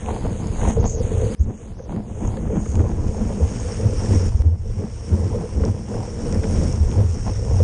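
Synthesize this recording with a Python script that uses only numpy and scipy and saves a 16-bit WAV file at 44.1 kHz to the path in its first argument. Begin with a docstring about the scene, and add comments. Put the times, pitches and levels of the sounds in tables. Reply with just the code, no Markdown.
"""On a surfboard dropping into a wave: a small waterproof camera on the nose hears the board and the water.
Chop thumps the hollow board as short low tone bursts; filtered noise rumbles and rattles its modes.
Slaps, short ticks, spray and foam are noise and ringing clicks heard through a wet microphone port,
whose water film cuts a wobbling notch and then runs off; a low click comes at the end. The camera's
gain control ducks one block ahead of the hardest slams and recovers slowly."""
import sys
import numpy as np
from scipy import signal
from scipy.fft import rfft, irfft, next_fast_len
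from scipy.io import wavfile
from scipy.ndimage import uniform_filter1d, map_coordinates

SR = 44100
rng = np.random.default_rng(int(sys.argv[2]) if len(sys.argv) > 2 else 0)


def file_out(sig):
    """Save sig as 16-bit WAV at sys.argv[1]."""
    # one column per channel
    cols = np.atleast_2d(sig).T
    # limit, then scale
    lim = np.clip(cols, -1, 1)
    pcm = np.round(lim * 32767).astype(np.int16)
    wavfile.write(sys.argv[1], SR, pcm)


def invert_db(level):
    """Linear amplitude ratio for a level in decibels (20 dB per decade), elementwise."""
    return 10 ** (np.asarray(level, dtype=float) / 20)


N = 336483  # length in samples

# All levels in the tables are those before the gain control.
# hull thumps, and at 7.612 the low click at the end:
# centre_s, level_db, pitch_hz, length_ms (width at half height)
LOW_BURSTS = [(0.685, -13, 85.5, 14), (0.801, 5.5, 91, 14.5), (0.855, -5, 73.5, 11),
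              (1.051, -5.5, 81.6, 11), (1.153, -10.5, 85, 75), (1.412, 20, 71, 22), (2.699, -13, 78, 23),
              (2.804, -2.5, 85.2, 49), (2.936, -10, 64.5, 27), (3.094, -6.5, 89, 10), (3.439, -5, 78, 29),
              (3.863, -6.5, 101, 23), (4.132, -9, 96.4, 53), (4.174, -7.5, 78, 23), (4.24, -11.5, 88.5, 73),
              (4.355, 3, 69, 14), (4.409, -1.5, 65, 24), (4.473, 6.5, 81.6, 36), (4.528, -0.5, 85, 37),
              (4.798, -9.5, 92.3, 43), (5.139, -1.5, 84.3, 29), (5.208, -9.5, 83, 36), (5.251, -8, 95, 36),
              (5.58, -8.5, 64, 28), (5.63, -12.5, 76, 38), (5.7, -10, 96.4, 40), (5.75, -13, 95.5, 13),
              (6.393, -11, 82, 19), (6.586, -11.5, 78, 26), (6.66, -15, 84, 50), (6.82, -8.5, 74.4, 30),
              (6.869, -9.5, 65.5, 31), (6.968, -12.5, 90, 28), (7.014, -9.5, 97, 55),
              (7.052, -11, 86.3, 46), (7.1, -12, 90, 27), (7.612, -7, 87, 44)]
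# colour of the hull's rumble: pitch_hz, level_db (relative)
RUMBLE_COLOUR = [(12, -33.5), (22, -4), (40, -6.5), (62, -4.5), (93, -4.5), (112, -2), (135, -20),
                 (250, -37.5), (600, -120)]
# the loudest wet slaps on the deck, ahead of the port: start_s, level_db, crack_db (added to level_db)
WET_SLAPS = [(0.099, -34, -3), (0.246, -15.5, -15), (0.613, -22, -3), (0.764, -3, -23), (0.845, -13, -19),
             (0.998, -8, -34), (1.114, -11, -33), (1.263, -23, -19.5), (1.791, -12.5, -14.5),
             (1.923, -16.5, -11), (2.371, -17.5, -14), (2.472, -29, -6), (2.658, -23, -7),
             (2.793, -12.5, -14), (2.839, -17, -25), (3.298, -14, -22), (3.406, -15.5, -29),
             (3.837, -18, -24), (3.925, -17, -15), (4.033, -15.5, -21), (4.132, -29, -16),
             (5.168, -18, -28), (5.35, -12, -25), (5.6, -16, -26), (5.634, -10.5, -14.5), (5.939, -18, -15),
             (6.193, -25, -12), (6.322, -19, -15), (6.351, -14.5, -22), (6.435, -14.5, -10.5),
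             (6.994, -18, -27), (7.505, -17, -27.5), (7.6, -12, -16.5)]
# modes of the deck, the camera mount and the board's skin: pitch_hz, width_hz, level_db (relative)
DECK_MODES = [(156.4, 62.6, -2), (215.9, 25.6, 3.5), (315, 134, -8)]
MOUNT_MODES = [(433, 78.5, -3.5), (495.6, 109, -4.5)]
SKIN_MODES = [(660, 229, 4), (997, 258, 2), (1300, 710, -11.5)]
# wash along the board between the waves: time_s, rumble_db, patter_db (on the deck)
BOARD_WASH = [(0, -34.5, -41), (.5, -26, -29), (.9, -13.5, -37), (1.3, -19.5, -29), (1.6, -17, -22.5),
              (2.1, -22, -31), (2.7, -22.5, -30), (3.1, -22.5, -28), (3.7, -23.5, -29), (4.2, -17, -29.5),
              (4.65, -20, -32.5), (5.05, -28, -35), (5.4, -21, -28), (5.85, -30, -36), (6.4, -21.5, -29),
              (6.85, -20, -30.5), (7.3, -27, -37.5), (7.63, -17, -28.5)]
# small waves breaking on the board: centre_s, length_ms, deck_db, mount_db and skin_db (against the deck)
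SMALL_WAVES = [(.12, 88, -28, -3.5, -6.5), (0.259, 56, -23, -12, -11.5), (0.671, 97, -20.5, -11.5, -8),
               (.79, 52, -11, -8, -18), (.85, 38, -17, -1, -4.5), (1.04, 300, -24, 0.5, -15.5),
               (1.33, 120, -39, 5, -15), (1.479, 79, -3.5, -20, -36), (1.959, 103, -21, -18, -9.5),
               (2.26, 80, -22.5, -25, -12.5), (2.5, 200, -23.5, -21, -19), (2.828, 127, -18, -10.5, -16.5),
               (2.98, 100, -23, -20, -36), (3.201, 49, -22, -22, -40), (3.422, 59, -23, -8, -12),
               (3.86, 80, -29, -1, -12), (4.14, 186, -24.5, -5, -10.5), (4.481, 95, -24, -6.5, -16),
               (4.818, 84, -23, -10, -19.5), (5.18, 109, -20, -7.5, -19), (5.379, 100, -31.5, 2, -10),
               (5.639, 86, -22, -16, -19), (5.961, 103, -28.5, -6, -10), (6.21, 90, -39, 7, -6),
               (6.45, 31, -27, 0, -12), (6.591, 98, -20, -25, -26), (7.0, 100, -24.5, -7, -13.5),
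               (7.159, 36, -26, -15, -18), (7.3, 42, -25, -10.5, -14), (7.452, 87, -42.5, 10.5, -5.5)]
# short ticks: most from drops striking the housing, the broad ones at 2.755, 2.908 and 6.915 from gain steps;
# ahead of the port: start_s, level_db, pitch_hz, cycles (to fall 60 dB)
SHORT_TICKS = [(0.061, -28, 2500, 9.6), (0.471, -29.5, 6430, 29), (1.963, -30, 1860, 13),
               (2.275, -26.5, 6660, 18), (2.371, -29.5, 1610, 10), (2.658, -36, 2000, 8),
               (2.755, -24, 2470, 3.8), (2.908, -28.5, 2480, 2), (3.083, -28, 2010, 5.4),
               (3.601, -31.5, 6560, 43), (3.722, -30.5, 5440, 36), (4.06, -31, 1760, 33),
               (5.652, -22.5, 5650, 9.7), (6.326, -17, 7000, 4.6), (6.433, -37, 1910, 40),
               (6.441, -32, 2360, 46), (6.635, -30, 6500, 15), (6.727, -26, 6450, 12),
               (6.915, -25, 2470, 5.7)]
# level of the spray between 1.5 and 4 kHz, ahead of the port: time_s, level_db
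FOAM_LEVEL = [(0, -51.5), (.52, -52.5), (.6, -47.5), (.72, -43.5), (.8, -47), (.96, -52.5), (1.04, -46.5),
              (1.3, -47), (1.4, -41), (1.62, -43.5), (1.84, -55.5), (1.92, -52.5), (2.0, -57.5),
              (2.24, -50), (2.48, -55.5), (2.8, -52.5), (2.95, -55), (3.45, -50), (3.68, -47.5),
              (3.86, -50), (4.14, -43.5), (4.3, -47.5), (4.55, -56), (4.75, -52.5), (4.9, -53.5),
              (5.2, -49), (5.62, -53.5), (5.68, -52.5), (5.78, -56.5), (6.0, -52.5), (6.4, -50.5),
              (6.56, -45), (6.8, -52.5), (7.63, -52)]
# colour of the spray: pitch_hz, level_db (relative)
SPRAY_COLOUR = [(400, -52.5), (900, 3), (1500, 1), (3000, -4), (4200, -9.5), (5000, -4.5), (7100, -4.5),
                (9300, -1.5), (12000, -2.5)]
# water film over the port, before it trembles: time_s, notch_hz
FILM_NOTCH = [(.001, 4650), (.12, 5150), (.171, 5650), (.268, 5760), (.372, 5080), (.455, 5920),
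              (.552, 5620), (.69, 4520), (.768, 4620), (.808, 7900), (.836, 5900), (.868, 8800),
              (.932, 8900), (.968, 7500), (1.001, 7550), (1.028, 5350), (1.072, 4620), (1.105, 5080),
              (1.165, 4620), (1.355, 6050), (1.39, 7000), (1.412, 10200), (1.438, 9900), (1.468, 4450),
              (1.582, 3940), (1.66, 5100), (1.74, 6000), (1.792, 7300), (1.842, 7250), (1.895, 4680),
              (1.945, 5780), (2.02, 5950), (2.055, 5500), (2.09, 4570), (2.225, 4220), (2.292, 4560),
              (2.355, 6350), (2.405, 4620), (2.48, 4480), (2.601, 3880)]
# port resonances as the water in it shifts: time_s, low_db and high_db (each cavity against the direct sound)
PORT_CAVITIES = [(0, -25, 15), (.8, -27, 20.5), (.9, -27, 27), (1.05, -27, 18), (2.7, -25, 18),
                 (2.95, 5.5, 10), (3.66, 3, 9), (3.72, 11, 0), (6, 10, -0.5), (7.63, 14, 4)]


def unit(x):
    """Scale to an rms (average strength) of 1."""
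    return x / np.sqrt(np.mean(np.abs(x) ** 2) + 1e-20)


def along(points, hz):
    """Read a (pitch_hz, value) curve on a log pitch axis."""
    point_hz, value = np.transpose(points)
    return np.interp(np.log(hz + 1), np.log(point_hz + 1), value)


def curves(rows, t):
    """Read each column after the time at times t."""
    time_s, *columns = np.transpose(rows)
    return [np.interp(t, time_s, column) for column in columns]


def wobble(rate):
    """A smooth random curve through `rate` random points a second (at most 40)."""
    points = rng.standard_normal(int(N * 40 / SR))
    return map_coordinates(points, [np.arange(N) * rate / SR])


def filtered(x, response):
    """Filter x by a response given as a function of frequency."""
    size = next_fast_len(N + 8192)
    spectrum = rfft(x, size) * response(np.fft.rfftfreq(size, 1 / SR))
    return irfft(spectrum, size)[:N]


def mode(f, hz, width):
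    """One resonance that rings on after a hit, with gain 1 at its centre."""
    return 1j * f * width / (hz * hz - f * f + 1j * f * width)


def ring(f, modes):
    """Response of a set of modes, with the sound falling away outside their range."""
    total = 0
    for k, (hz, width, db) in enumerate(modes):
        total = total + (-1) ** k * invert_db(db) * mode(f, hz, width)  # signs alternate
    low_edge = 1j * f / (0.9 * modes[0][0] + 1j * f)
    high_edge = 1 / (1 + 1j * f / (0.81 * modes[-1][0]))
    return total * low_edge * high_edge


def churn(grains, scatter_db, share):
    """Water breaking into impacts: white noise mixed with `grains` random spikes a second."""
    size = invert_db(scatter_db * np.minimum(rng.exponential(size=N), 2))
    spikes = (rng.random(N) < grains / SR) * size * rng.choice([-1, 1], N)
    # share is the spikes' part of the power
    return np.sqrt(1 - share) * rng.standard_normal(N) + np.sqrt(share) * unit(spikes)


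def sea():
    """Levels in dB of rumble, deck, mount and skin: the wash plus the power of a brief swell for every wave."""
    t = np.arange(0, N / SR + .01, .005)
    rumble_db, patter_db = curves(BOARD_WASH, t)
    # the patter is weaker on the mount and the skin than on the deck
    power = invert_db(2 * np.array([rumble_db, patter_db, patter_db - 6.5, patter_db - 14]))
    for centre_s, ms, deck_db, mount_db, skin_db in SMALL_WAVES:
        swell = np.exp(-4 * np.log(2) * (1000 * (t - centre_s) / ms) ** 2)
        wave_db = deck_db + np.array([1, 0, mount_db, skin_db])  # rumble 1 dB over the deck
        power += np.outer(invert_db(2 * wave_db), swell)
    return [np.interp(np.arange(N) / SR, t, 10 * np.log10(p)) for p in power]


def hull(level_db):
    """The board's lowest bending: a lumpy rumble with short thumps where it slaps the water, then the end click."""
    rumble = filtered(rng.standard_normal(N), lambda f: invert_db(along(RUMBLE_COLOUR, f)))
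    lumps = invert_db(3.16 * wobble(14))
    half = SR // 8  # samples on either side of a burst's centre
    out = np.pad(invert_db(level_db) * unit(lumps * rumble), half)
    t = np.arange(-half, half) / SR
    signs = rng.choice([-1, 1], len(LOW_BURSTS))
    for (centre_s, db, hz, ms), sign in zip(LOW_BURSTS, signs):
        swell = np.exp(-4 * np.log(2) * (1000 * t / ms) ** 2)
        burst = sign * invert_db(db) * swell * np.cos(2 * np.pi * hz * t)
        start = round(centre_s * SR)
        out[start:][:len(t)] += burst[:len(out) - start]
    return out[half:][:N]


def slaps():
    """A puff of water knocks the hollow mount and deck, with a briefer crack on the skin."""
    out, t = np.zeros(N + SR), np.arange(8192) / SR
    f = np.fft.rfftfreq(len(t), 1 / SR)

    def struck(push, response):
        """What the push rings out of a part, scaled to peak 1."""
        sound = irfft(rfft(push) * response)
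        return sound / np.abs(sound).max()

    crack_response = ring(f, SKIN_MODES) + .5 * mode(f, 1400, 900) ** 2
    for start_s, db, crack_db in WET_SLAPS:
        fade = invert_db(-60 * t / 0.064)  # falls 60 dB in 64 ms
        rise = 1 - np.exp(-t / 0.0032)
        puff = rng.standard_normal(len(t)) * fade * rise
        knock = 0.63 * struck(puff, ring(f, MOUNT_MODES)) + 0.6 * struck(puff, ring(f, DECK_MODES))
        short_puff = puff * invert_db(-60 * t / 0.045)
        crack = struck(short_puff, crack_response)
        out[round(start_s * SR):][:len(t)] += invert_db(db) * (knock + invert_db(crack_db) * crack)
    return out[:N]


def chop(levels_db, gust):
    """Small waves patter on the board; deck, camera mount and skin each ring in their own modes."""
    out = np.zeros(N)
    # the stiffer the part, the more single impacts stand out
    for modes, level_db, share in zip((DECK_MODES, MOUNT_MODES, SKIN_MODES), levels_db, (.4, .5, .7)):
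        unrest = invert_db(1.05 * gust + 3.06 * wobble(22))
        patter = churn(grains=90, scatter_db=4.0, share=share) * unrest
        out += invert_db(level_db) * unit(filtered(patter, lambda f: ring(f, modes)))
    return out


def ticks():
    """Short ticks, most from drops and the broad ones from gain steps: a noisy click that rings a few cycles."""
    out, t = np.zeros(N + SR), np.arange(SR // 25) / SR
    for start_s, db, hz, cycles in SHORT_TICKS:
        tone = np.cos(2 * np.pi * hz * t)
        fade = invert_db(-60 * t * hz / cycles)
        tick = (tone + .5 * rng.standard_normal(len(t))) * fade
        out[round(start_s * SR):][:len(t)] += invert_db(db) * tick
    return out[:N]


def spray(level_db, gust):
    """Patchy fizz of foam and flying water: spiky noise, coloured and made uneven over time and pitch."""
    unrest = invert_db(0.65 * gust + 0.43 * wobble(5.6))
    water = churn(grains=900, scatter_db=10.0, share=0.27) * unrest
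    f, t, z = signal.stft(water, SR, nperseg=512)
    patches = uniform_filter1d(rng.standard_normal(z.shape), 8, 0)  # smooth over pitch
    patches = uniform_filter1d(patches, 6, 1)  # smooth over time
    colour_db = along(SPRAY_COLOUR, f)[:, None] + 1.45 * unit(patches)
    fizz = signal.istft(z * invert_db(colour_db), SR, nperseg=512)[1][:N]
    body = filtered(fizz, lambda hz: (hz > 1500) & (hz < 4000))  # the band that sets the level
    return invert_db(level_db) * fizz / np.std(body)


def port(x):
    """The wet microphone port: a moving film notch, two ringing cavities and a steep upper edge."""
    f, t, z = signal.stft(x, SR, nperseg=512, noverlap=448)
    f = f[:, None]
    notch_hz, = curves(FILM_NOTCH, t)
    tremble = np.interp(t, np.arange(N) / SR, wobble(35))
    notch_hz = notch_hz * (1 + 0.035 * tremble)
    # the film cancels at its notch and rings a little below it
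    ring_hz = 0.86 * notch_hz
    cancel = notch_hz ** 2 - f ** 2 + 1j * f * 130
    resonance = ring_hz ** 2 - f ** 2 + 1j * f * 1500
    film = np.abs(cancel / resonance * (ring_hz / notch_hz) ** 2)
    # the film runs off at 2.6 s, within 27 ms: its strength drops
    film = film ** np.interp(t, [2.6, 2.6 + 0.027], [1.1, 0.14])
    low_db, high_db = curves(PORT_CAVITIES, t)
    low_cavity = np.abs(1 + invert_db(low_db) * mode(f, 5555, 320))
    high_cavity = np.abs(1 + invert_db(high_db) * mode(f, 6565, 330))
    # a tighter film (higher notch) also lifts the upper edge
    edge_hz = 9600 + 0.42 * (np.minimum(notch_hz, 7000) - 4200)
    edge = 1 / (1 + (f / edge_hz) ** 100)
    # a very tight film weakens what lies above its notch
    edge = edge * invert_db(-.007 * np.maximum(notch_hz - 6300, 0) * (f > notch_hz))
    return signal.istft(z * film * low_cavity * high_cavity * edge, SR, nperseg=512, noverlap=448)[1][:N]


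def scene():
    """Hull plus all that comes through the port; gusts of water shake chop and spray at once."""
    rumble_db, *chop_db = sea()
    spray_db, = curves(FOAM_LEVEL, np.arange(N) / SR)
    gust = wobble(15)
    wet = chop(chop_db, gust) + slaps() + spray(spray_db, gust) + ticks()
    return (hull(rumble_db) + port(wet))[None]


def low_pass(x):
    """Removes everything above the highest recorded frequency."""
    return signal.sosfilt(signal.butter(12, 10650, fs=SR, output="sos"), x)


def record(dry):
    """Gain steps down at a block edge so this block and the next stay under the ceiling, then glides back up."""
    ceiling_db, release_s = -5.5, .5
    block_s, first_edge_s = .032, .005
    edges = np.arange(first_edge_s - block_s, N / SR + 2 * block_s, block_s)
    edges = np.round(edges * SR).astype(int).clip(0, N)
    gain_db, held_db = np.zeros(N), 0.
    for a, b, c in zip(edges, edges[1:], edges[2:]):
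        peak = np.abs(dry[0, a:c]).max(initial=1e-9)  # looks one block ahead
        room_db = ceiling_db - 20 * np.log10(peak)
        start_db = min(held_db, room_db)
        held_db = min(start_db * np.exp(-block_s / release_s), room_db)
        gain_db[a:b] = np.linspace(start_db, held_db, b - a)
    return low_pass(dry * invert_db(gain_db))


dry = scene()
out = record(dry)
file_out(out)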